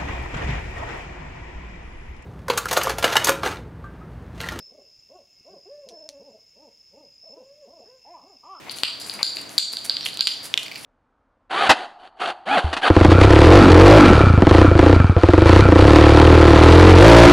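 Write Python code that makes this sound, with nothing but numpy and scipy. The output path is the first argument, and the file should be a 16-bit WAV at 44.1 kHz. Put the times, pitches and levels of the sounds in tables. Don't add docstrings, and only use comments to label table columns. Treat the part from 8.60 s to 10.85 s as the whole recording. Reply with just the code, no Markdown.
import sys
import numpy as np
from scipy import signal
from scipy.fft import rfft, irfft
from scipy.io import wavfile
from scipy.ndimage import uniform_filter1d, minimum_filter1d

SR = 44100
rng = np.random.default_rng(int(sys.argv[2]) if len(sys.argv) > 2 else 0)


def waveform_to_disk(signal):
    frames = np.transpose(np.atleast_2d(signal))
    scaled = np.clip(frames, -1, 1) * 32767
    samples = np.round(scaled).astype(np.int16)
    wavfile.write(sys.argv[1], SR, samples)


N = 99225

# f/Hz, relative level/dB
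AIR_SPECTRUM = [(20, -9), (55, 4), (80, 3.5), (125, -2.5), (170, -2.5), (270, 1), (400, -2.5), (660, -2),
                (1200, -6), (2500, -6.5), (5000, -13.5), (10000, -22), (16000, -25)]
# f/Hz, level/dB
HUM_TONES = [(123, -63), (296, -63), (665, -60.5)]
# f/Hz, coherence
AIR_COHERENCE = [(60, 0.39), (200, 0.049), (600, 0.13), (1600, 0.41), (5000, 0.61), (15000, 0.09)]
YARD_COHERENCE = [(200, 0.28), (1600, 0.56), (4700, 0.85), (15000, 0.29)]

# t/s, duration/s, level/dB
FOOTFALLS = [(.05, 0.043, -48.5), (.45, 0.068, -48), (.55, 0.076, -44), (.76, 0.34, -48.5),
             (1.1, 0.18, -54), (1.45, 0.25, -55)]
SCRAPE_STROKES = [(.062, 0.077, -43.5), (.515, 0.069, -45), (.590, 0.043, -35), (1.843, 0.0076, -44)]
SCUFF_STROKES = [(.108, 0.025, -39.5), (.155, 0.1, -42.5), (.398, 0.037, -41.5), (.455, 0.07, -40.5),
                 (.478, 0.0029, -36), (.528, 0.06, -43), (.538, 0.0036, -36.5), (.575, 0.2, -51),
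                 (.755, 0.022, -42), (.812, 0.0082, -39), (.897, 0.093, -45.5), (1.118, 0.044, -35),
                 (1.130, 0.0015, -25), (1.186, 0.0019, -27), (1.243, 0.031, -32), (1.447, 0.064, -35),
                 (1.540, 0.0064, -34.5), (1.828, 0.065, -37), (2.03, 0.012, -38.5), (2.165, 0.16, -46)]
SQUEAK_STROKES = [(1.412, 0.05, -40)]
GNAW_STROKES = [(2.058, 0.017, -34.5), (2.081, .008, -33), (2.113, 0.016, -32), (2.126, 0.05, -45),
                (2.155, .01, -29), (2.168, 0.027, -43)]
# f/Hz, relative level/dB
FOOTFALL_SPECTRUM = [(60, -7), (120, -16), (190, -2.5), (450, -6.5), (1500, -13), (5000, -40)]
SCRAPE_SPECTRUM = [(200, -18), (600, 6.5), (980, 12.5), (1600, 0), (2300, 11.5), (3200, -1), (8000, -30)]
SCUFF_SPECTRUM = [(300, -9), (1500, -3.5), (3000, -2.5), (6000, 0), (8000, -1.5), (10500, 5), (13000, -8),
                  (16000, -15)]
SQUEAK_SPECTRUM = [(4500, -19), (5300, -14), (5600, 1), (6100, -39)]
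GNAW_SPECTRUM = [(1500, -28), (2050, 4), (2300, 6), (2600, 5), (3700, -12), (4650, 7), (5400, -10),
                 (9000, -19)]

# knock/dB, pop/dB, crack/dB, yard/dB
CLACKS_AND_ECHOES = [ (0.096, -20, 4650, -8, -13, -21, 6), (0.1859, -26.5, 4320, -2, -20, -5.5, 0),
                     (0.2342, -4.5, 4683, 0.5, -0.5, -11.5, 1.5), (0.4, -27.5, 4850, -25, -30, -5, 10),
                     (0.497, -16.5, 4780, -10, -28, -15.5, 2.5),
                     (0.6298, -0.5, 4690, -16, -11.5, -13, -0.5), (0.666, -13, 4650, -22, -27, -20, -4),
                     (0.7692, -17.5, 4680, -10, -24, -27, 3.5), (0.9802, 6, 4678, -13.5, -32, -15.5, -1),
                     (0.9842, 2.5, 4550, -33, -38, -7, -6), (.9945, -8, 4500, -18, -35, -28, 1),
                     (1.1347, -13, 4810, -15, -1.5, -16, -5), (1.1695, -10, 4620, -16.5, -40, -16, -1),
                     (1.2964, -4, 4726, -21.5, -48, -23.5, -2.5), (1.3056, -20, 4700, -4.5, -5, -40, 5),
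                     (1.368, -11, 4650, -8, -32, -21.5, -3.5), (1.409, -18.5, 4760, -5.5, -10, -17.5, 0.5),
                     (1.4297, -24, 4370, -27, -19, -21, 11.5), (1.5321, -23.5, 4700, -20, -30, -30, 7),
                     (1.5929, -14, 4660, -11, -4.5, -40, 7), (1.608, 3, 4734, -13, -17.5, -17.5, -3),
                     (1.6126, -11, 4350, -10, -40, -35, -12), (1.6711, -1, 4710, -3, -11.5, -14, -1.5),
                     (1.6763, -6, 4660, -4, -35, -10, -14)]
# crack/dB, yard/dB
GROUND_KNOCKS = [ (.5913, -21.5, 2140, -32, -19), (0.769, -21, 2540, -8.5, 2), (0.8934, -31, 3770, -4, -1),
                 (1.4596, -11.5, 2870, -22, -1), (1.4636, -9, 3020, -19, -10),
                 (1.4868, -19, 3570, -15, -28), (1.5725, -18, 3730, -10, -9), (1.62, -17, 2860, -29, -16),
                 (1.9402, -2, 3190, -24, -17), (1.9758, -3.5, 3340, -19, -8), (1.9793, -9.5, 3000, -21, -7),
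                 (1.9813, -16.5, 2930, -17, 4.5), (2.0315, -21.5, 4080, -28, -3),
                 (2.144, -30, 4300, -24, 9), (2.2470, -21.5, 3270, -17, 10)]
# f/Hz before stretching, level/dB, T60/s
HOLLOW_MODES = [(3410, -5, 0.0033), (4047, 5.5, 0.0029), (4684, 2, 0.01), (4830, -15, 0.01),
                (1556, -30, 0.053)]
DAMPED_MODES = [(2223, -10, 0.0094), (2602, -2.5, 0.0048), (3400, 4, 0.0042), (4070, -2.5, 0.0021),
                (5440, -12.5, 0.0069)]
HARD_CONTACT_MODES = [(7180, -4.5, 0.012)]
# f/Hz, relative level/dB
CRACK_SPECTRUM = [(300, -14), (1500, -4), (5500, 7.5), (8500, 6.5), (11000, 4.5), (13000, -4.5),
                  (16000, -25.5)]

# t/s, left minus right level/dB
PUPPY_PAN = [(.2, 6.5), (.5, 4), (.63, 4.5), (.98, 1.5), (1.3, -2.5), (1.599, -4), (2.199, -1.5)]
# f/Hz, T60/s
YARD_DECAY = [(300, 0.88), (2500, 0.34), (4700, 0.59), (8000, 0.42), (15000, 0.19)]
# f/Hz, relative level/dB
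YARD_SPECTRUM = [(200, -28), (1500, 1.5), (3000, 2.5), (4700, -2), (7200, 6), (11000, 6), (15000, 4)]

AIR_DB = -43.5
HOLLOW_HZ, DAMPED_HZ = 4650, 3200
POP_HZ, POP_T60_S, CRACK_T60_S = 1200, 0.0015, 0.0071
HIT_SAMPLES, RADIATES_ABOVE_HZ = 2048, 1210
WALL_DELAY_S, YARD_DB, FRICTION_TO_WALLS_DB = 0.006, -2.0, -8
LIMIT_DB, LIMIT_ATTACK_S, RELEASE_DB_PER_S = 1.5, 0.00097, 26.5
LOW_CUT_HZ, HIGH_CUT_HZ = 110, 16400


def from_db(db):
    return 10 ** (np.asarray(db) / 20)


def at_hz(points, hz):
    f, values = np.transpose(points)
    return np.interp(np.log(np.maximum(hz, 1)), np.log(f), values)


def rms_one(x):
    return x / np.sqrt(np.mean(x ** 2) + 1e-20)


def colour(x, spectrum):
    return irfft(rfft(x) * from_db(at_hz(spectrum, np.fft.rfftfreq(N, 1 / SR))), N)


def widen(mid, side, coherence):
    alike = np.clip(at_hz(coherence, np.fft.rfftfreq(N, 1 / SR)), 0, .99)
    return irfft(np.sqrt(1 + alike) * rfft(mid) + np.sqrt(1 - alike) * rfft(side) * [[1], [-1]], N)


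def add(track, start_s, sound):
    start = max(int(start_s * SR), 0)
    part = track[start:start + len(sound)]
    part += sound[:len(part)]


def grains(per_s, spread_db):
    sizes = from_db(spread_db * np.minimum(rng.exponential(1, N), 4)) * rng.choice([-1, 1], N)
    return rms_one(sizes * (rng.random(N) < per_s / SR))


def background():
    air = rms_one(colour(widen(*rng.standard_normal((2, N)), AIR_COHERENCE), AIR_SPECTRUM))
    t = np.arange(N) / SR
    hum = sum(from_db(db) * np.sqrt(2) * np.sin(2 * np.pi * (hz * t + rng.random()))
              for hz, db in HUM_TONES)
    return from_db(AIR_DB) * air + hum


def friction(strokes, spectrum):
    pressure = np.zeros(N)
    for start_s, duration_s, db in strokes:
        progress = np.linspace(0, 1, max(int(duration_s * SR), 2))
        add(pressure, start_s, from_db(db) * np.sin(np.pi * progress ** 0.54))
    return pressure * rms_one(colour(grains(per_s=1400, spread_db=3.5), spectrum))


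def yard(sound):
    t = np.arange(N) / SR
    mid, side = grains(per_s=2400, spread_db=0), grains(per_s=2400, spread_db=0)
    echoes = rfft(widen(mid, side, YARD_COHERENCE))
    centres_hz = np.geomspace(200, 16000, 10)
    response = 0
    for hz, share in zip(centres_hz, np.eye(len(centres_hz))):
        band = irfft(echoes * at_hz(np.c_[centres_hz, share], np.fft.rfftfreq(N, 1 / SR)), N)
        response += band * from_db(at_hz(YARD_SPECTRUM, hz) - 60 * t / at_hz(YARD_DECAY, hz))
    response = rms_one(response * (t > WALL_DELAY_S)) / np.sqrt(N)
    return from_db(YARD_DB) * signal.fftconvolve(sound[None], response, axes=1)[:, :N]


def ring(modes, stretch):
    t = np.arange(HIT_SAMPLES) / SR
    return sum((-1) ** k * from_db(db - 60 * t / t60) * np.sin(2 * np.pi * hz * stretch * t)
               for k, (hz, db, t60) in enumerate(modes))


def radiated(modes, stretch):
    bass_loss = signal.butter(2, RADIATES_ABOVE_HZ, "high", fs=SR, output="sos")
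    return signal.sosfilt(bass_loss, ring(modes, stretch))


def clacks():
    knock = radiated(DAMPED_MODES, stretch=0.912)
    pop = ring([(POP_HZ, 0, POP_T60_S)], stretch=1)
    for start_s, db, hz, knock_db, pop_db, crack_db, yard_db in CLACKS_AND_ECHOES:
        body = radiated(HOLLOW_MODES, hz / HOLLOW_HZ) + from_db(knock_db) * knock - from_db(pop_db) * pop
        yield start_s, db, body, crack_db, yard_db


def knocks():
    for start_s, db, hz, crack_db, yard_db in GROUND_KNOCKS:
        yield start_s, db, radiated(DAMPED_MODES, hz / DAMPED_HZ), crack_db, yard_db


def transients(events):
    direct, to_walls = np.zeros((2, N))
    decay = from_db(-60 * np.arange(HIT_SAMPLES) / SR / CRACK_T60_S)
    hiss = rms_one(colour(rng.standard_normal(N), CRACK_SPECTRUM))
    high_ring = ring(HARD_CONTACT_MODES, stretch=0.98)
    for start_s, db, body, crack_db, yard_db in events:
        for track, share_db in ((direct, 0), (to_walls, yard_db)):
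            crack = decay * np.roll(hiss, rng.integers(N))[:HIT_SAMPLES] + high_ring
            add(track, start_s, from_db(db + share_db) * (body + from_db(crack_db) * crack))
    return direct, to_walls


def scene():
    clicks, clicks_to_walls = transients([*clacks(), *knocks()])
    rubbing = (friction(FOOTFALLS, FOOTFALL_SPECTRUM)
               + friction(SCRAPE_STROKES, SCRAPE_SPECTRUM)
               + friction(SCUFF_STROKES, SCUFF_SPECTRUM)
               + friction(SQUEAK_STROKES, SQUEAK_SPECTRUM)
               + friction(GNAW_STROKES, GNAW_SPECTRUM))
    pan_db = np.interp(np.arange(N) / SR, *np.transpose(PUPPY_PAN))
    direct = (clicks + rubbing) * from_db(pan_db / 2 * [[1], [-1]])
    echoes = yard(clicks_to_walls + from_db(FRICTION_TO_WALLS_DB) * rubbing)
    return direct + echoes + background()


def record(dry):
    peak_db = 20 * np.log10(np.abs(dry).max(axis=0) + 1e-9)
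    over_db = np.maximum(peak_db - LIMIT_DB, 0)
    recovery_db = RELEASE_DB_PER_S * np.arange(N) / SR
    held_db = np.maximum.accumulate(over_db + recovery_db) - recovery_db
    attack_samples = int(LIMIT_ATTACK_S * SR)
    ahead_db = -minimum_filter1d(-held_db, attack_samples)
    duck_db = uniform_filter1d(uniform_filter1d(ahead_db, attack_samples), attack_samples)
    limited = np.clip(dry * from_db(-duck_db), -1, 1)
    limited = signal.sosfilt(signal.butter(3, LOW_CUT_HZ, "high", fs=SR, output="sos"), limited)
    return signal.sosfilt(signal.cheby2(16, 60, HIGH_CUT_HZ, fs=SR, output="sos"), limited)


dry = scene()
out = record(dry)
waveform_to_disk(out)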